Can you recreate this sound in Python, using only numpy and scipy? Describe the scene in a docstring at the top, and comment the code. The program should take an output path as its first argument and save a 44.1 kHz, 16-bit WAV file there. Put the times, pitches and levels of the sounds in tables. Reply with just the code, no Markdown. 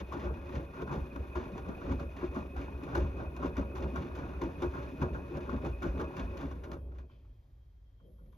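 """In a quiet house, a front-loading washer tumbles a wet, soapy load before a phone, then coasts to a stop.
Noise surges, thuds, slaps and knocks ring drum, cabinet and door; a low hum swells and wanders.
The motor is a cluster of beating whine lines over drive hiss; an airy puff marks the drum at rest.
After the stop a second hum, a thin hiss and faint ticks set in; room rumble and a wavering tone lie beneath."""
import sys
import numpy as np
from scipy import signal
from scipy.fft import rfft, irfft, next_fast_len
from scipy.io import wavfile
from scipy.ndimage import uniform_filter1d

SR = 44100
rng = np.random.default_rng(int(sys.argv[2]) if len(sys.argv) > 2 else 0)


def persist_wave(psi):
    """Save psi, clipped to +-1, as 16-bit WAV."""
    counts = np.round(np.clip(psi, -1, 1) * 32767).astype(np.int16)
    wavfile.write(sys.argv[1], SR, np.atleast_2d(counts).T)


N = 369116


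def undb(db):
    """Decibels to amplitude ratio."""
    return 10 ** (np.asarray(db) / 20)


def unit(x):
    """Scale to RMS 1."""
    return x / np.sqrt(np.mean(x ** 2))


def curves(table):
    """Columns of a time table, one value a sample; -150 past the last row."""
    s, *columns = np.transpose(table)
    return [np.interp(np.arange(N) / SR, s, column, right=-150) for column in columns]


def band(x, hz, width_hz):
    """Two-pole resonance, gain 1 at the centre."""
    return signal.lfilter(*signal.iirpeak(hz, hz / width_hz, fs=SR), x)


def ring(x, hz, t60_s):
    """One mode, as wide as its decay time asks."""
    return band(x, hz, np.log(1000) / (np.pi * t60_s))


def colour(x, peaks):
    """Sum of steep resonances, each a band passed twice."""
    return sum(undb(db) * band(band(x, hz, width_hz), hz, width_hz) for hz, width_hz, db in peaks)


def grains(rate_hz, spread_db, bed, smear_s):
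    """Scattered tiny wet bursts, a few much larger, over an even bed of noise."""
    hit = rng.random(N) < rate_hz / SR
    power = hit * undb(2 * spread_db * rng.exponential(size=N))
    smear_pole = np.exp(-1 / (max(smear_s, 1e-4) * SR))
    power = signal.lfilter([1], [1, -smear_pole], power)
    gain = np.sqrt(power / np.mean(power) + bed ** 2)
    return unit(gain * rng.standard_normal(N))


def walk(rate_hz):
    """Random levels, one every 1 / rate_hz s, slewed; spread near 1."""
    step = int(SR / rate_hz)
    held = np.repeat(rng.standard_normal(N // step + 1), step)
    return uniform_filter1d(held, step)[:N]


def swells(peak_s, peak_db, rise_s, fall_s, bed_db):
    """Gain: swells climb 10 dB in the rise time and drop 10 dB in the fall time, added in power to a bed."""
    t = np.arange(0, N, 64) / SR
    power = undb(2 * bed_db[::64])
    for at, db, up, down in zip(peak_s, peak_db, np.maximum(rise_s, .01), np.maximum(fall_s, .01)):
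        drop_db = 10 * np.where(t < at, (at - t) / up, (t - at) / down)
        power = power + undb(2 * (db - drop_db))
    return np.interp(np.arange(N) / SR, t, np.sqrt(power))


def wavering(hz, width_hz):
    """A tone that wanders in phase and keeps most of its size steady."""
    tone = band(band(rng.standard_normal(N), hz, width_hz), hz, width_hz)
    sway = signal.hilbert(tone, next_fast_len(N))[:N]
    return unit((sway / np.abs(sway) ** .8).real)


# drum and cabinet panel modes: pitch_hz, level_db, t60_s
PANEL_MODES = [(73.8, 2.5, 0.2), (120.3, -1, 0.15), (146, -0.5, 0.11), (192, -3, 0.098), (219, -3, 0.24),
               (239.7, -4, 0.12), (277, -1, 0.081), (327.3, -3, 0.16), (360.2, -0.5, 0.098),
               (415.8, -8, 0.07), (459.3, -5, 0.13), (493.5, -11, 0.034), (557.8, -3.5, 0.098),
               (628, -8.5, 0.14), (672.5, -12, 0.12), (782, -14.5, 0.074), (857, -13, 0.076),
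               (951, -11.5, 0.045), (1071, -11.5, 0.028), (1203, -12.5, 0.068), (1279, -15, 0.046),
               (1432, -10.5, 0.037), (1548, -15, 0.053), (1674, -19.5, 0.19)]


def panels(force):
    """Drum and cabinet ring under a force; neighbours in opposite sign keep the valleys shallow."""
    return sum((-1) ** k * undb(db) * ring(force, hz, t60_s)
               for k, (hz, db, t60_s) in enumerate(PANEL_MODES))


def halves(force):
    """Panel ring split into low body and brighter top; the casing holds back what lies above."""
    full = panels(force)
    low = signal.butter(4, 720, fs=SR, output="sos")
    top = signal.butter(3, (720, 2000), "band", fs=SR, output="sos")
    return signal.sosfilt(low, full), signal.sosfilt(top, full)


# load rolling over and falling through suds: peak_s, rubbing_db, slosh_db, spray_db, rise_s, fall_s
LOAD_SURGES = [(0.0, -33.5, -40.5, -42.5, 0.03, 0.012), (0.14, -40.5, -47.5, -56.5, 0.037, 0.092),
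               (0.242, -39.5, -43, -58, 0.064, 0.093), (0.561, -40, -46.5, -57, 0.11, 0.072),
               (0.817, -38.5, -41.5, -57, 0.047, 0.011), (0.925, -36.5, -43.5, -58.5, 0.053, 0.094),
               (1.167, -45, -54, -63.5, 0.041, 0.15), (1.366, -39, -43.5, -55.5, 0.019, 0.08),
               (1.586, -43, -51, -58.5, 0.13, 0.024), (1.689, -39.5, -48, -59.5, 0.048, 0.074),
               (1.922, -35.5, -45, -54, 0.097, 0.025), (2.011, -39, -46.5, -61, 0.037, 0.031),
               (2.239, -45.5, -45.5, -56.5, 0.084, 0.046), (2.375, -38, -46.5, -59.5, 0.047, 0.051),
               (2.577, -43, -50, -59, 0.033, 0.17), (2.969, -33.5, -41, -54, 0.098, 0.069),
               (3.213, -41, -47, -60, 0.094, 0.073), (3.443, -35, -41, -57.5, 0.056, 0.054),
               (3.582, -32, -41, -52, 0.016, 0.038), (3.841, -37.5, -49, -59, 0.12, 0.051),
               (3.97, -38.5, -46.5, -55.5, 0.039, 0.14), (4.18, -44.5, -48.5, -61, 0.024, 0.44),
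               (4.429, -37.5, -52, -57, 0.024, 0.063), (4.634, -35, -43.5, -53.5, 0.033, 0.023),
               (4.762, -40, -51, -56.5, 0.036, 0.15), (5.029, -37, -42, -54.5, 0.035, 0.05),
               (5.162, -40, -61, -69, 0.096, 0.063), (5.373, -42, -47.5, -56.5, 0.078, 0.02),
               (5.537, -40, -46.5, -57.5, 0.15, 0.058), (5.66, -34.5, -49.5, -59, 0.042, 0.03),
               (5.848, -34.5, -52, -62, 0.031, 0.056), (6.01, -35.5, -45, -57.5, 0.069, 0.048),
               (6.19, -41.5, -45, -58.5, 0.098, 0.07), (6.425, -43, -49, -59.5, 0.15, 0.099),
               (6.65, -48, -62, -72, 0.02, 0.033), (6.728, -41.5, -52.5, -66, 0.083, 0.037),
               (6.999, -56.5, -69.5, -76, 0.13, 0.031), (7.129, -63, -76, -86, 0.03, 0.079),
               (7.259, -73, -88, -87, 0.056, 0.22)]
# churn between surges, coasting, draining: time_s, rubbing_db, slosh_db, spray_db, low_hum_db
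STEADY_CHURN = [(0, -53, -61, -66.5, -50.5), (6.499, -50, -62.5, -67.5, -53), (6.75, -60, -79, -81, -45),
                (6.85, -55, -79, -97, -48), (7.03, -61, -77, -97, -43), (7.09, -74, -88, -100, -61),
                (7.3, -82, -96, -102, -81), (7.4, -85, -91, -102, -78), (8.4, -87, -96, -102, -80)]
# door resonances under spray and slaps: centre_hz, width_per_pass_hz, level_db
DOOR_MODES = [(1890, 664, 1.5), (2247, 486, 1.5), (2710, 223, 1.5), (3504, 450, -0.5), (4240, 410, -5),
              (5350, 290, -13), (6195, 2000, -9), (8400, 270, -30), (10400, 9600, -20)]


def tumble():
    """Cloth drags over the lifters, water sloshes and sprays; all is heard through the body."""
    peak_s, *peaks_db, rise_s, fall_s = np.transpose(LOAD_SURGES)
    rubbing, sloshing, spraying = (swells(peak_s, db, rise_s, fall_s, bed_db)
                                   for db, bed_db in zip(peaks_db, curves(STEADY_CHURN)))
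    rub = grains(300, 2, .7, .006)
    slosh = grains(300, 2.3, 0.46, 0.0039)
    spray = grains(200, 2.27, 0.5, 0.0092)
    body = undb(23.0) * halves(rub * rubbing)[0]
    water = undb(28.0) * halves(slosh * sloshing)[1]
    # suds on the glass muffle the spray
    muffled = signal.lfilter(*signal.butter(1, 3500, fs=SR), spray * spraying)
    return body + water + slops(sloshing) + undb(12.0) * colour(muffled, DOOR_MODES)


SLOPS_PER_S, SLOP_LOW_HZ, SLOP_HIGH_HZ = 60, 200, 1200
SLOP_CYCLES, SLOP_GLIDE, SLOP_RE_SLOSH_DB = 6, .04, -3


def slops(sloshing):
    """Pockets of water collapse, each a short gulp at its own rising pitch, following the slosh level."""
    out = np.zeros(N + SR)
    t = np.arange(SR // 10) / SR
    for at, pitch, size in rng.random((int(SLOPS_PER_S * N / SR), 3)):
        i = int(at * N)
        hz = SLOP_LOW_HZ * (SLOP_HIGH_HZ / SLOP_LOW_HZ) ** pitch
        age = hz * t / SLOP_CYCLES
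        tone = np.sin(2 * np.pi * hz * t * (1 + SLOP_GLIDE * age))
        gulp = tone * age * np.exp(1 - 3 * age)
        out[i:i + len(t)] += undb(-14 * size) * gulp
    return unit(out[:N]) * sloshing * undb(SLOP_RE_SLOSH_DB)


# wet laundry landing: start_s, level_db, pitch_hz, contact_s (floored at 0.002 when played)
LANDINGS = [(0.128, -39, 358, 0.016), (0.167, -31, 298, 0.0048), (0.234, -36, 364, 0.015),
            (0.354, -36.5, 343, 0.0038), (0.765, -39, 378, 0.019), (0.825, -24.5, 414, 0.0019),
            (0.907, -37, 139, 0.0089), (0.969, -42, 273, 0.0054), (1.161, -33, 282, 0.0031),
            (1.365, -25, 365, 0.0038), (1.53, -32.5, 186, 0.0063), (1.691, -26, 254, 0.0032),
            (1.905, -30.5, 272, 0.0077), (2.23, -23.5, 367, 0.0052), (2.365, -30.5, 227, 0.0047),
            (2.827, -34.5, 303, 0.0098), (2.963, -25, 362, 0.0056), (3.019, -34, 192.5, 0.014),
            (3.433, -32.5, 358, 0.006), (3.582, -23, 262, 0.0036), (3.932, -31.5, 240, 0.0069),
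            (4.42, -27.5, 350, 0.0036), (4.435, -31, 323, 0.005), (4.456, -30.5, 323, 0.0034),
            (4.624, -25, 366, 0.0038), (4.647, -25.5, 369, 0.0045), (4.741, -42.5, 121, 0.012),
            (4.923, -40.5, 276, 0.0049), (5.02, -19.5, 155, 0.0025), (5.305, -35, 353, 0.008),
            (5.366, -35.5, 255, 0.0044), (5.531, -25.5, 232, 0.0047), (5.656, -33, 335, 0.0058),
            (5.837, -28.5, 344, 0.0067), (6.196, -36, 266, 0.0031), (6.441, -35, 267, 0.0054),
            (6.678, -41, 367, 0.008), (6.73, -43.5, 349, 0.0055)]
THUD_LEAD_S = .0015  # push starts before the panels are heard


def thuds():
    """Each landing is a ragged push that swells over the contact time; the lump squashes at its own pitch."""
    push, squash = np.zeros((2, N + SR))
    t = np.arange(SR // 5) / SR
    noise = rng.standard_normal((len(LANDINGS), len(t)))
    for (start_s, db, hz, contact_s), ragged in zip(LANDINGS, noise):
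        i = int((start_s - THUD_LEAD_S) * SR)
        contact_s = max(contact_s, .002)
        swell = undb(db) * t / contact_s * np.exp(1 - t / contact_s)
        lump = np.sin(2 * np.pi * hz * t)
        push[i:i + len(t)] += swell * (lump + 1.95 * ragged)
        squash[i:i + len(t)] += swell * lump
    return (undb(1.0) * halves(push)[0] + undb(-4.0) * squash)[:N]


# wet slaps while turning; from 8 s, faint ticks after the stop: start_s, level_db, dull_re_level_db, t60_s
SLAPS_AND_TICKS = [(0.122, -47.5, 13.5, 0.11), (0.37, -62, 16, 0.12), (0.5501, -50, 7, 0.11),
                   (0.7359, -59, 14.5, 0.45), (0.82, -42, -10, 0.044), (0.8747, -56.5, 17.5, 0.12),
                   (0.913, -48.5, 6.5, 0.32), (1.1596, -49.5, 11, 0.055), (1.354, -45.5, 14, 0.092),
                   (1.5782, -48.5, 10, 0.091), (1.687, -45, 3, 0.032), (1.815, -57.5, 19, 0.085),
                   (1.862, -59.5, 23, 0.064), (1.9151, -47, 5, 0.11), (1.996, -49.5, 8.5, 0.16),
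                   (2.219, -67, 8, 0.12), (2.3452, -53, 9, 0.37), (2.563, -55, 12, 0.34),
                   (2.834, -52, -17, 0.14), (2.949, -41.5, 11, 0.2), (3.195, -68, 25.5, 0.16),
                   (3.364, -50, 7, 0.073), (3.425, -50, 15.5, 0.089), (3.457, -47.5, -19, 0.12),
                   (3.5676, -47.5, 5, 0.15), (3.7523, -50.5, 12, 0.37), (3.958, -45, 13.5, 0.11),
                   (4.151, -53, 11.5, 0.27), (4.415, -49.5, 13.5, 0.21), (4.6201, -46.5, 12.5, 0.24),
                   (4.7357, -59, 22.5, 0.51), (5.016, -41.5, 13, 0.096), (5.1461, -58, 19.5, 0.26),
                   (5.37, -44.5, 4, 0.054), (5.4938, -51, 14, 0.058), (5.6459, -50.5, 14.5, 0.25),
                   (5.8232, -47, 14.5, 0.32), (5.997, -46.5, 14.5, 0.18), (6.1669, -46.5, 9, 0.16),
                   (6.372, -45.5, -13, 0.079), (6.408, -51, 9, 0.13), (6.5117, -56, 13, 0.16),
                   (6.637, -51, 8, 0.11), (6.7157, -49.5, 6.5, 0.17), (6.919, -74, 16, 0.08),
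                   (6.958, -73, 14, 0.11), (6.984, -61, 8, 0.15), (7.096, -77, 13.5, 0.17),
                   (7.25, -77, 7, 0.12), (8, -85, 19, 0.055), (8.183, -90, 23, 0.2), (8.258, -73, -2, 0.1),
                   (8.324, -74.5, 9.5, 0.26)]
SLAP_LEAD_S, SLAP_RISE_S = .0025, 0.0032  # burst starts before it is heard; spatter builds up


def slaps():
    """A knock and a sudden, spattering burst ring the door and upper panel modes, then fade; late ones tick."""
    bright, dull = np.zeros((2, N + SR))
    t = np.arange(SR // 4) / SR
    knock = 1 + 0.23 * np.exp(-t / 0.0014)  # first contact is the hardest
    rise = np.minimum(t / SLAP_RISE_S, 1)
    noise = rng.standard_normal((len(SLAPS_AND_TICKS), 3, len(t)))
    pitch_hz = rng.uniform(677, 2000, len(SLAPS_AND_TICKS))  # each has its own tone
    for (start_s, db, dull_db, t60_s), (hiss, thump, spatter), hz in zip(SLAPS_AND_TICKS, noise, pitch_hz):
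        i = int((start_s - SLAP_LEAD_S) * SR)
        fade = np.exp(-t * np.log(1000) / max(t60_s, .02))
        spatter = spatter + 20 * uniform_filter1d(spatter, size=200)  # spatter comes in clumps
        bright[i:i + len(t)] += undb(db + 1.9 * spatter) * rise * fade * hiss
        toned = thump + 1.88 * band(thump, hz, hz / 6)
        dull[i:i + len(t)] += undb(db + dull_db) * knock * fade * toned
    return (undb(5.0) * colour(bright, DOOR_MODES) + undb(20.5) * halves(dull)[1])[:N]


# something firm in the load tapping the drum wall: start_s, peak_envelope_db, pitch_hz
WALL_KNOCKS = [(0.1205, -35.5, 1105), (0.3703, -50, 990), (0.877, -42.5, 1410), (0.9067, -42, 1015),
               (1.3546, -36.5, 975), (1.5785, -43, 980), (1.8597, -48, 1360), (2.2206, -42, 1050),
               (2.3458, -48, 1060), (2.5626, -41.5, 765), (2.953, -33, 1500), (3.4315, -37.5, 1067),
               (3.4562, -37, 960), (3.565, -41.5, 1465), (4.4162, -38, 990), (5.011, -45, 1450),
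               (5.144, -49, 1545), (5.4925, -37, 1120), (5.8193, -42, 1464), (6.9847, -57, 1480),
               (7.2451, -70, 885)]
KNOCK_RISE_S = .003


def knocks():
    """A few cycles at the pitch of the struck spot, swelling fast and damped by the wet load."""
    out = np.zeros(N + SR)
    t = np.arange(SR // 20) / SR
    shape = t / KNOCK_RISE_S * np.exp(1 - t / KNOCK_RISE_S)
    for start_s, db, hz in WALL_KNOCKS:
        i = int(start_s * SR)
        out[i:i + len(t)] += undb(db) * shape * np.sin(2 * np.pi * hz * t)
    return out[:N]


# swells of the low hum: peak_s, level_db, fall_s
HUM_SWELLS = [(0.019, -34, 0.028), (0.286, -29, 0.027), (0.394, -40, 0.071), (0.584, -37, 0.058),
              (1.027, -32, 0.013), (1.202, -36, 0.036), (1.372, -36.5, 0.042), (1.611, -44, 0.024),
              (1.701, -49, 0.023), (1.906, -33.5, 0.17), (2.29, -35, 0.018), (2.39, -39.5, 0.029),
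              (2.464, -42, 0.018), (2.574, -34, 0.069), (2.753, -38.5, 0.045), (3.009, -27, 0.12),
              (3.283, -35, 0.019), (3.387, -40, .03), (3.457, -35, 0.034), (3.598, -32, 0.065),
              (3.832, -33.5, 0.068), (3.981, -35, 0.033), (4.131, -38.5, 0.023), (4.205, -40.5, 0.26),
              (4.365, -38.5, 0.036), (4.45, -36.5, 0.037), (4.679, -31.5, 0.024), (4.774, -42, 0.022),
              (4.859, -40, 0.013), (5.049, -32.5, 0.025), (5.138, -33.5, 0.03), (5.368, -46.5, .1),
              (5.493, -38, .05), (5.557, -34, 0.053), (5.702, -32.5, 0.1), (5.893, -29.5, 0.072),
              (6.236, -33, 0.11), (6.48, -36, 0.12), (6.839, -39, 0.085)]
# low hum tones: centre_hz, wander_width_per_pass_hz, level_db
HUM_TONES = [(64.5, 5.5, 0), (84, 12, -10), (48, 10, -15), (28, 16, -21)]
HUM_RISE_S = 0.043


def low_hum():
    """Wandering low tones swell and wander in level; a resonance at each tone rounds off the swells."""
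    peak_s, swell_db, fall_s = np.transpose(HUM_SWELLS)
    bed_db = curves(STEADY_CHURN)[3]
    gain = swells(peak_s, swell_db, HUM_RISE_S + 0 * peak_s, fall_s, bed_db)
    return sum(undb(db - 1.0) * band(wavering(hz, width_hz) * gain, hz, 49)
               for hz, width_hz, db in HUM_TONES)


# motor drive, steady then switched off: time_s, whine_db, drive_hiss_db
MOTOR_LEVELS = [(0.0, -64.5, -78.5), (6.4, -64, -79.5), (6.5, -77, -83), (6.74, -81.5, -81.5),
                (7.03, -89, -99), (7.4, -100, -108)]
# whine lines: centre_hz, wander_width_per_pass_hz, level_db
WHINE_LINES = [(2458, 24, -10), (2481, 26, -7), (2522, 34, -3.5), (2546, 30, -10), (2595, 30, -11)]
# drive hiss colour: centre_hz, width_per_pass_hz, level_db
DRIVE_HISS_PEAKS = [(10200, 2200, 0), (11700, 2000, 1), (13000, 2000, -1)]
TURNS_PER_S, TURN_DROP_DB, FLUTTER_DB = 9.3, 7, 2.8
FIRST_SWELL_TURNS = .25  # share of a turn before the first swell


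def motor():
    """Whine lines that beat together, jump up once a turn and sag; the steady hiss of the drive."""
    whine_db, hiss_db = curves(MOTOR_LEVELS)
    turn = (TURNS_PER_S * np.arange(N) / SR - FIRST_SWELL_TURNS) % 1
    throb_db = uniform_filter1d(TURN_DROP_DB * (.5 - turn), size=600) + FLUTTER_DB * walk(70)
    lines = sum(undb(db) * wavering(hz, width_hz) for hz, width_hz, db in WHINE_LINES)
    hiss = unit(colour(rng.standard_normal(N), DRIVE_HISS_PEAKS))
    return lines * undb(whine_db + throb_db) + hiss * undb(hiss_db + 0.95 * walk(27))


# airy hiss as the drum settles: peak_s, level_db, rise_s, fall_s
SETTLE_PUFF = (7.115, -74, .02, .08)
# its colour: centre_hz, width_per_pass_hz, level_db
SETTLE_PEAKS = [(2550, 500, 0), (3100, 500, 0), (4300, 900, -10)]


def settle():
    """A brief airy hiss, coloured noise under one swell, when the drum comes to rest."""
    puff = swells(*np.transpose([SETTLE_PUFF]), np.full(N, -150))
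    return unit(colour(rng.standard_normal(N), SETTLE_PEAKS)) * puff


# after the stop: time_s, hum_db, hiss_db
AFTER_LEVELS = [(7.99, -100, -120), (8.01, -62, -110), (8.07, -62.5, -88), (8.2, -64, -89),
                (8.25, -63, -89), (8.37, -65, -87)]


def after_stop():
    """A low hum through the cabinet and a thin high hiss, both shaped noise."""
    hum_db, hiss_db = curves([(0.0022, -150, -150)] + AFTER_LEVELS + [(9, -63, -89)])
    hum = panels(rng.standard_normal(N))
    hum = hum + colour(rng.standard_normal(N), [(170, 63, 9.5), (517, 130, -1.0)])
    hum = signal.sosfilt(signal.butter(6, 630, fs=SR, output="sos"), hum)
    hiss = colour(rng.standard_normal(N), [(11500, 2000, 0)])
    return unit(hum) * undb(hum_db + 2.7 * walk(25)) + unit(hiss) * undb(hiss_db)


# room rumble spectrum, shape only: pitch_hz, density_db
ROOM_SPECTRUM = [(15, -37.5), (25, -19), (54, 5.5), (70, -4), (119, -8.5), (167, -25.5), (2670, -51),
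                 (3130, -54.5), (3570, -51), (11400, -64), (13700, -52)]
ROOM_RMS_DB = -54.5  # before the slow drift
# faint tone: centre_hz, wander_width_per_pass_hz, steady_db
ROOM_TONE = (3200, 90, -104)
# its fades in and out: peak_s, level_db, rise_s, fall_s
ROOM_TONE_SWELLS = [(6.8, -85, .1, .1), (7.13, -87, 0.066, .08), (7.33, -88, .08, 0.16),
                    (7.62, -88, .04, .06), (7.75, -89, .04, .05), (7.87, -85, .04, .07),
                    (8.025, -81.5, .06, 0.064), (8.17, -88, .05, .05), (8.33, -86, 0.08, .07)]


def room():
    """Quiet house rumble, noise shaped in frequency, with a faint wavering tone."""
    log_hz = np.log(np.fft.rfftfreq(N, 1 / SR) + 1)
    at_hz, density_db = np.transpose(ROOM_SPECTRUM)
    shape = undb(np.interp(log_hz, np.log(at_hz), density_db))
    air = irfft(rfft(rng.standard_normal(N)) * shape, N)
    tone_hz, width_hz, steady_db = ROOM_TONE
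    fades = swells(*np.transpose(ROOM_TONE_SWELLS), np.full(N, steady_db))
    tone = wavering(tone_hz, width_hz) * fades * undb(3.9 * walk(40))
    return unit(air) * undb(ROOM_RMS_DB + 1.4 * walk(2.1)) + tone


def washer():
    """Everything heard along one path, room included."""
    machine = low_hum() + tumble() + thuds() + knocks() + slaps() + motor() + settle()
    return machine + after_stop() + room()


# phase between two microphone ports: pitch_hz, left_lead_rad
PORT_LEADS = [(30, 0), (100, .04), (200, .3), (400, .5), (700, .8), (1030, 1), (1460, 3), (1810, .5),
              (2670, 1.1), (3530, .4), (4390, 1.1), (5770, -1), (6700, -1.2), (8200, -3.14), (11700, -6.3),
              (12400, -7.8), (14000, -8.3)]
# port balance: pitch_hz, left_minus_right_db, share_from_all_sides (power, 0-1)
PORT_BALANCE = [(90, 0, .0003), (130, 0, .02), (220, -.5, .03), (350, -1, .035), (600, 3, .14),
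                (1300, .5, .15), (2800, .5, .12), (4500, 4, .2), (7000, 1, .07), (8500, 0, .005),
                (12000, 0, .03)]


def ports(direct, around):
    """The ports hear the direct sound with their own phase, and sound from all sides in opposite sign."""
    log_hz = np.log(np.fft.rfftfreq(N, 1 / SR) + 1)
    at_hz, lean_db, share = np.transpose(PORT_BALANCE)
    lean_db = np.interp(log_hz, np.log(at_hz), lean_db)
    share = np.interp(log_hz, np.log(at_hz), share)
    phase_hz, lead_rad = np.transpose(PORT_LEADS)
    lead_rad = np.interp(log_hz, np.log(phase_hz), lead_rad)
    half = undb(lean_db / 2) * np.exp(.5j * lead_rad)  # each port takes half the difference
    near = np.sqrt(1 - share) * rfft(direct)
    wide = np.sqrt(share) * rfft(around)
    return irfft(np.array([(near + wide) * half, (near - wide) / half]), N)


def scene():
    """Front and flanks of the cabinet move with the same load but shake unrelatedly."""
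    return ports(washer(), washer())


def record(dry):
    """The phone cuts the top with a steep low-pass at 13900 Hz."""
    return signal.sosfilt(signal.ellip(8, .2, 60, 13900, fs=SR, output="sos"), dry)


dry = scene()
out = record(dry)
persist_wave(out)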